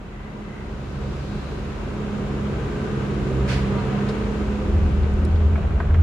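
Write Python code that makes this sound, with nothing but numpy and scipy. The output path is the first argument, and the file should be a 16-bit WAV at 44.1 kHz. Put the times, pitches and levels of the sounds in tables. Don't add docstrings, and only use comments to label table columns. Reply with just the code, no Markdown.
import sys
import numpy as np
from scipy import signal
from scipy.fft import rfft, irfft, next_fast_len
from scipy.io import wavfile
from scipy.ndimage import uniform_filter1d, map_coordinates

SR = 44100
rng = np.random.default_rng(int(sys.argv[2]) if len(sys.argv) > 2 else 0)


def inscribe(sig):
    pcm = np.round(np.clip(np.atleast_2d(sig).T, -1, 1) * 32767)
    wavfile.write(sys.argv[1], SR, pcm.astype(np.int16))


N = 265526
TIME = np.arange(N) / SR
PUMP_PEAK_S, PUMP_HALF_S = 3.89, .58


def amp(db):
    return 10 ** (np.asarray(db) / 20)


def unit(x):
    return x / np.sqrt(np.mean(x ** 2) + 1e-20)


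def along(points, hz):
    f, v = np.transpose(points)
    return np.interp(np.log(hz + 1), np.log(f + 1), v)


def curves(rows):
    s, *columns = np.transpose(rows)
    return [np.interp(TIME, s, column) for column in columns]


def hump(s, half):
    return np.cos(np.pi / 2 * np.clip((TIME - s) / half, -1, 1)) ** 2


def wobble(rate):
    return map_coordinates(rng.standard_normal(int(N * rate / SR) + 4), [TIME * rate])


def turns(hz):
    return 2 * np.pi * np.cumsum(hz) / SR


def filtered(x, response):
    m = next_fast_len(N + SR // 2)
    return irfft(rfft(x, m) * response(np.fft.rfftfreq(m, 1 / SR)), m)[..., :N]


def pan(left_db):
    return amp(np.array([[left_db], [-left_db]]) / 2)


def add(track, s, sound):
    part = track[:, round(s * SR):][:, :sound.shape[-1]]
    part += sound[..., :part.shape[-1]]


def spread(pair, colour):
    # f/Hz, correlation
    likeness = [(60, .97), (120, .94), (240, .87), (480, .7), (950, .25), (1900, .24), (3800, .05),
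                (15000, 0)]

    def response(hz):
        angle = np.arccos(np.clip(along(likeness, hz), 0, 1)) / 2
        return amp(along(colour, hz)) * np.array([np.cos(angle), np.sin(angle)])
    mid, side = filtered(pair, response)
    return unit(np.array([mid + side, mid - side]))


def rush(colour):
    return spread(rng.standard_normal((2, N)), colour)


def sing(hz, q):
    ring = lambda x: signal.lfilter(*signal.iirpeak(hz, q, SR), x)
    return unit(ring(ring(rng.standard_normal((2, N)))))


def steadied(pair, window):
    power = uniform_filter1d(np.mean(pair ** 2, 0), size=window)
    return pair / np.sqrt(np.abs(power) + 1e-12)


def burst(hz, octaves, t60, side):
    t = np.arange(SR // 5) / SR
    edges = np.clip(hz * 2 ** (np.array([-octaves, octaves]) / 2), 1, SR / 2 - 1)
    band = signal.butter(4, edges, "band", fs=SR, output="sos")
    common, apart = signal.sosfilt(band, rng.standard_normal((2, 2 * len(t))))[:, len(t):]
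    pair = np.array([common + side * apart, common - side * apart])
    return steadied(pair, SR // 250) * amp(-60 * t / t60) * (1 - np.exp(-t / .0004))


def load():
    # peak t/s, half length/s, load/0-1
    pulls = [(1.1, .33, .5), (3.57, .8, 1.0), (4.98, .45, .36), (6.05, .27, .5)]
    return sum(size * hump(s, half) for s, half, size in pulls)


def shaft_phase(governed_hz, sag_hz):
    return turns(governed_hz - sag_hz * load())


def swelling(db, follows, load_db=0):
    # t/s, level/dB
    swell = [(0, -44), (1.0, -37.5), (2.15, -33), (3.1, -30.5), (4.15, -30.5), (5.2, -34), (6.0, -37)]
    swell_db, = curves(swell)
    return amp(db + follows * (swell_db - swell_db.mean()) + load_db * load())


def exhaust(phase, orders, waver_db, rough_db=1.0):
    note = np.zeros(N)
    for order, db in orders:
        gain = amp(db + waver_db * wobble(11) + rough_db * wobble(32))
        note += gain * np.sin(order * phase + rng.uniform(0, 2 * np.pi) + 0.068 * wobble(15))
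    return np.sqrt(2) * note


def loader_engine(shaft):
    # multiple of the shaft rate, level/dB
    orders = [(2, -9), (3, -11), (5, -16), (6, -1), (7, -18), (11, -18), (12, -11.5), (15, -25.5),
              (18, -22.5), (22, -27), (36, -32)]
    # t/s, level/dB
    strength = [(0, -41), (.17, -45.5), (.35, -39.5), (.85, -41), (1.1, -35.5), (1.22, -43), (1.35, -31.5),
                (1.49, -45), (1.62, -33.5), (1.78, -40.5), (2.15, -27.5), (2.33, -33), (2.47, -32),
                (2.58, -36), (2.8, -31), (2.98, -33), (3.17, -27), (3.36, -35.5), (3.5, -29.5),
                (3.72, -26.5), (3.85, -30.5), (3.95, -25), (4.3, -29), (4.55, -28.5), (4.7, -29),
                (4.82, -28.5), (5.0, -31), (5.4, -30), (5.7, -36), (6.0, -36.5)]
    return amp(curves(strength)[0]) * exhaust(shaft, orders, waver_db=0.55, rough_db=1.2) * pan(-3)


def mixer_engine(shaft):
    # multiple of the shaft rate, level/dB
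    orders = [(4, -0.5), (6, -19)]
    # t/s, drone level/dB, thud level/dB
    strength = [(0, -45.5, -49), (.5, -43, -49), (1.1, -34.5, -32.5), (1.7, -39, -43), (2.4, -35.5, -42),
                (2.95, -33.5, -34), (3.2, -27.5, -39), (3.42, -26, -24.5), (3.56, -27.5, -36),
                (4.04, -27, -37), (4.2, -41, -35), (5.0, -38.5, -35.5), (5.8, -41, -35), (6.0, -30.5, -33)]
    drone_db, thud_db = curves(strength)
    drone = amp(drone_db) * exhaust(shaft, orders, waver_db=0.5)
    thud = amp(thud_db) * exhaust(shaft, [(2, 0)], waver_db=0.5)
    return drone * pan(-3) + thud * pan(-1)


def far_engine():
    idle_hz, working_hz, climb_s, rise_db_per_s = 42.532, 51.94, 3.9, 1.8
    firing = turns(np.interp(TIME, [0, climb_s], [idle_hz, working_hz]))
    return amp(-41 + rise_db_per_s * TIME) * exhaust(firing, [(1, 0)], waver_db=2.5) * pan(.6)


def exhaust_gas(shaft):
    # f/Hz, level/dB
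    boom_colour = [(12, -57), (22, -29), (33, -12.5), (62, 2), (85, 0.5), (115, 0), (165, 1.5), (220, -9.5),
                   (320, -43), (600, -120)]
    # f/Hz, level/dB
    roar_colour = [(20, -40), (60, -4.5), (130, -3.5), (230, -1), (290, -1), (370, -0.3), (470, -3),
                   (560, -8), (680, -14.5), (1000, -57.5)]
    boom = swelling(db=-34.5, follows=0.82, load_db=1.5) * rush(boom_colour)
    roar_gain = swelling(db=-33.5, follows=0.86) * amp(0.74 * wobble(13))
    roar = roar_gain * unit(rush(roar_colour) * (1 + 0.26 * np.sin(2 * shaft)))
    return boom * pan(-.4) + roar * pan(-.1)


def engine_clatter(shaft):
    # f/Hz, level/dB
    colour = [(350, -31), (600, -3.5), (656, -9), (712, -2.5), (894, -5), (939, -2.5), (1090, -5),
              (1210, -3), (1380, -6.5), (1520, -5), (1720, -10.5), (2680, -13), (4200, -25), (5460, -50),
              (9240, -120)]
    teeth = rng.standard_normal((2, 1024))
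    place = (shaft / (2 * np.pi) % 1) * teeth.shape[1]
    repeating = np.array([np.interp(place, np.arange(len(row)), row) for row in teeth])
    knocks = rng.standard_normal((2, N)) * amp(0.59 * np.sin(2 * shaft) + 0.68 * wobble(95))
    clatter = spread(unit(knocks) + 0.37 * unit(repeating), colour)
    strain = amp(2.4 * hump(PUMP_PEAK_S, PUMP_HALF_S))
    return swelling(db=-39.5, follows=0.68) * strain * clatter * pan(1)


def fans_and_air():
    # t/s, level/dB
    strength = [(0, -63), (.5, -59), (1.1, -56.5), (2.15, -53.5), (3.1, -51.5), (4.15, -50.7), (4.8, -53.5),
                (5.3, -55.5), (6.0, -59)]
    # f/Hz, level/dB
    fan_colour = [(1500, -66), (2500, -7.5), (3800, -1), (5000, -3.5), (6100, -6), (7000, -4.5),
                  (7800, -11), (10000, -16.5), (12000, -26.5), (15500, -36.5)]
    # f/Hz, level/dB
    air_colour = [(2000, -20), (6000, 1), (10000, -3.5), (15000, -7)]
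    fans = amp(curves(strength)[0]) * rush(fan_colour)
    return (fans + amp(-74.5) * rush(air_colour)) * pan(-.4)


def joint_squeals():
    # peak t/s, half length/s, f/Hz, level/dB, sharpness Q
    squeals = [(.25, .26, 1985, -52.5, 10), (.38, .07, 990, -45, 10), (.56, .26, 2025, -51.5, 9),
               (1.3, .9, 3700, -53.2, 1.1), (1.43, .32, 4060, -56.5, 13), (2.85, .45, 1550, -49, 18)]
    return sum(amp(db) * hump(s, half) * sing(hz, q) for s, half, hz, db, q in squeals)


def gear_whines():
    # start t/s, end t/s, first f/Hz, last f/Hz, level/dB
    whines = [(2.4, 3.35, 375, 490, -38.5), (2.92, 3.55, 318, 420, -36.5), (3.25, 3.68, 490, 630, -43),
              (3.1, 3.45, 295, 325, -40), (3.7, 4.15, 728, 735, -45), (4.35, 4.9, 490, 530, -43),
              (4.6, 4.85, 335, 350, -38), (4.85, 5.6, 360, 395, -39.5)]
    out = np.zeros(N)
    for start, end, from_hz, to_hz, db in whines:
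        hz = np.interp(TIME, [start, end], [from_hz, to_hz]) + 3 * wobble(24.97)
        fade = np.sqrt(2 * hump((start + end) / 2, (end - start) / 2))
        out += amp(db + 1.5 * wobble(18) + 1.8 * wobble(70)) * fade * np.sin(turns(hz))
    return out


def hydraulic_pump():
    whine_hz, rise_hz_per_s = 437, 16
    hz = whine_hz + rise_hz_per_s * (TIME - PUMP_PEAK_S) + 2.2 * wobble(25)
    stroke = np.minimum(4 * hump(PUMP_PEAK_S, PUMP_HALF_S), 1)
    return amp(-37 + 1.7 * wobble(13) + 2.3 * wobble(60)) * stroke * np.sqrt(2) * np.sin(turns(hz))


def air_valve():
    # f/Hz, level/dB
    colour = [(400, -20), (800, -2), (1250, -0.5), (1600, 4.5), (2400, 4), (3600, -2), (4600, -2),
              (6500, -10), (10000, -19.5), (13000, -33), (15500, -39)]
    # f/Hz, sharpness Q, level/dB
    pipe = [(1570, 14, -9), (1940, 25, -14), (2440, 30, -14), (3470, 40, -19), (4050, 35, -19)]
    start_s, attack_s, hold_s, t60 = 3.473, 0.024, 0.032, 0.5
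    t = TIME - start_s
    opening = np.clip(t / attack_s, 0, 1) ** 0.7
    dying_s = np.maximum(t - attack_s - hold_s, 0)
    air = rush(colour) + sum(amp(db) * sing(hz, q) for hz, q, db in pipe)
    return opening * amp(-32 - 60 * dying_s / t60) * air * pan(-1)


def bucket_clanks():
    # t/s, level/dB
    blows = [(3.757, -37), (3.783, -38)]
    # f/Hz, level/dB, t60/s
    modes = [(946, 0, 0.32), (1202, 3.5, 0.23), (2040, -5, 0.12), (2584, -11, .12)]
    out, t = np.zeros((2, N)), np.arange(SR // 4) / SR
    for s, db in blows:
        for hz, mode_db, t60 in modes:
            mic_phase = rng.normal(0, .6, (2, 1))
            add(out, s, amp(db + mode_db - 60 * t / t60) * np.sin(2 * np.pi * hz * t + mic_phase))
    return out


def loose_parts():
    # t/s, level/dB, f/Hz, t60/s
    ticks = [(3.784, -47, 3600, .14), (4.087, -40.5, 4300, .13), (4.087, -50, 7500, .13),
             (4.088, -38, 1900, .08), (4.09, -43, 2900, .1), (4.178, -38, 1600, .1),
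             (5.033, -47, 3800, .05), (5.136, -52, 7400, .025), (5.25, -42.5, 8600, .022),
             (5.25, -42, 4600, .028), (5.357, -44.5, 3700, .06), (5.942, -53, 5800, .05)]
    out = np.zeros((2, N))
    for s, db, hz, t60 in ticks:
        add(out, s, amp(db) * burst(hz, octaves=.65, t60=t60, side=.7))
    return out


def concrete_pour():
    # peak t/s, half length/s, change in shaking level/dB
    surges = [(4.69, 0.09, -2.5), (4.82, 0.11, 4), (4.91, 0.05, -2), (5.04, .1, 2), (5.26, 0.16, 5),
              (5.485, 0.11, 7), (5.58, 0.035, -6), (5.65, 0.08, 1.5), (5.79, 0.07, -3.5), (5.9, 0.06, 6),
              (6.0, 0.09, 8)]
    # f/Hz, level/dB
    colour = [(10, -21), (22, -17), (33, -2), (48, -2), (56, -4), (68, 0), (84, 2), (94, -5.5), (120, -18),
              (165, -13), (230, -33), (500, -120)]
    start_s, attack_s, shake_hz, hz_per_db = 4.6, 0.07, 72, 1.5
    opening = np.clip((TIME - start_s) / attack_s, 0, 1)
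    surge_db = sum(db * hump(s, half) for s, half, db in surges)
    rumble = amp(0.45 * surge_db) * steadied(rush(colour), SR // 7)
    shake_gain = amp(surge_db - 0.5 + 1.7 * wobble(25))
    shake = np.sqrt(2) * np.sin(turns(shake_hz + hz_per_db * surge_db + 4 * wobble(30)))
    return opening * amp(-23) * (rumble + shake_gain * shake)


def stone_knocks():
    # t/s, level/dB, knock f/Hz, ring level over the knock/dB
    stones = [(4.83, -37, 1600, -14), (5.042, -38, 1500, -20), (5.404, -41, 700, -7), (5.422, -39, 700, -7),
              (5.556, -28.5, 1350, -18), (5.579, -39.5, 720, 0), (5.627, -38.5, 1600, -14),
              (5.652, -35.5, 1100, -18), (5.707, -34, 1100, -15), (5.802, -22, 1080, -15),
              (5.829, -35, 1100, -18), (5.84, -42, 700, -6), (5.89, -33, 950, -14),
              (5.907, -33.5, 1050, -13), (5.941, -38, 1900, -22), (5.944, -28.5, 1330, -23),
              (5.987, -37, 900, -11)]
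    # f/Hz, level/dB, t60/s
    modes = [(605, -8, 0.04), (686, 9, 0.065), (1140, -2, 0.13), (1486, -1, .06), (1590, -8, .13),
             (2428, -10, .15)]
    out, t = np.zeros((2, N)), np.arange(SR // 5) / SR
    for s, db, hz, ring_db in stones:
        ring = np.zeros(len(t))
        for mode_hz, mode_db, t60 in modes:
            decay = amp(mode_db - 60 * t / t60) * rng.normal(1, 0.3)
            ring += decay * np.sin(2 * np.pi * mode_hz * rng.normal(1, 0.017) * t)
        knock = burst(hz, octaves=1.5, t60=.05, side=.35)
        add(out, s, amp(db) * (knock + amp(ring_db) * ring))
    return out


def chute_scrape():
    start_s, rise_s = 5.3, .25
    arriving = np.clip((TIME - start_s) / rise_s, 0, 1)
    return arriving * amp(-44.5 + 3 * wobble(45)) * sing(hz=660, q=2.5)


def gravel_rattle():
    start_s, end_s, count = 5.45, 6.02, 44
    out = np.zeros((2, N))
    for s, octave, scatter_db in rng.uniform([start_s, 0, -4], [end_s, 1.6, 4], size=(count, 3)):
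        pebble = burst(800 * 2 ** octave, octaves=.35, t60=.045, side=.5)
        add(out, s, amp(-42.5 + scatter_db - 5 * octave) * pebble)
    return out


def scene():
    loader_shaft = shaft_phase(governed_hz=34.55, sag_hz=1.45)
    mixer_shaft = shaft_phase(governed_hz=33.95, sag_hz=1.25)
    engines = loader_engine(loader_shaft) + mixer_engine(mixer_shaft) + far_engine()
    din = exhaust_gas(loader_shaft) + engine_clatter(loader_shaft) + fans_and_air()
    work = joint_squeals() + gear_whines() + hydraulic_pump() + air_valve()
    metal = bucket_clanks() + loose_parts()
    chute = concrete_pour() + stone_knocks() + chute_scrape() + gravel_rattle()
    return engines + din + work + metal + chute


def record(dry):
    return filtered(dry, lambda hz: hz < 15700)


dry = scene()
out = record(dry)
inscribe(out)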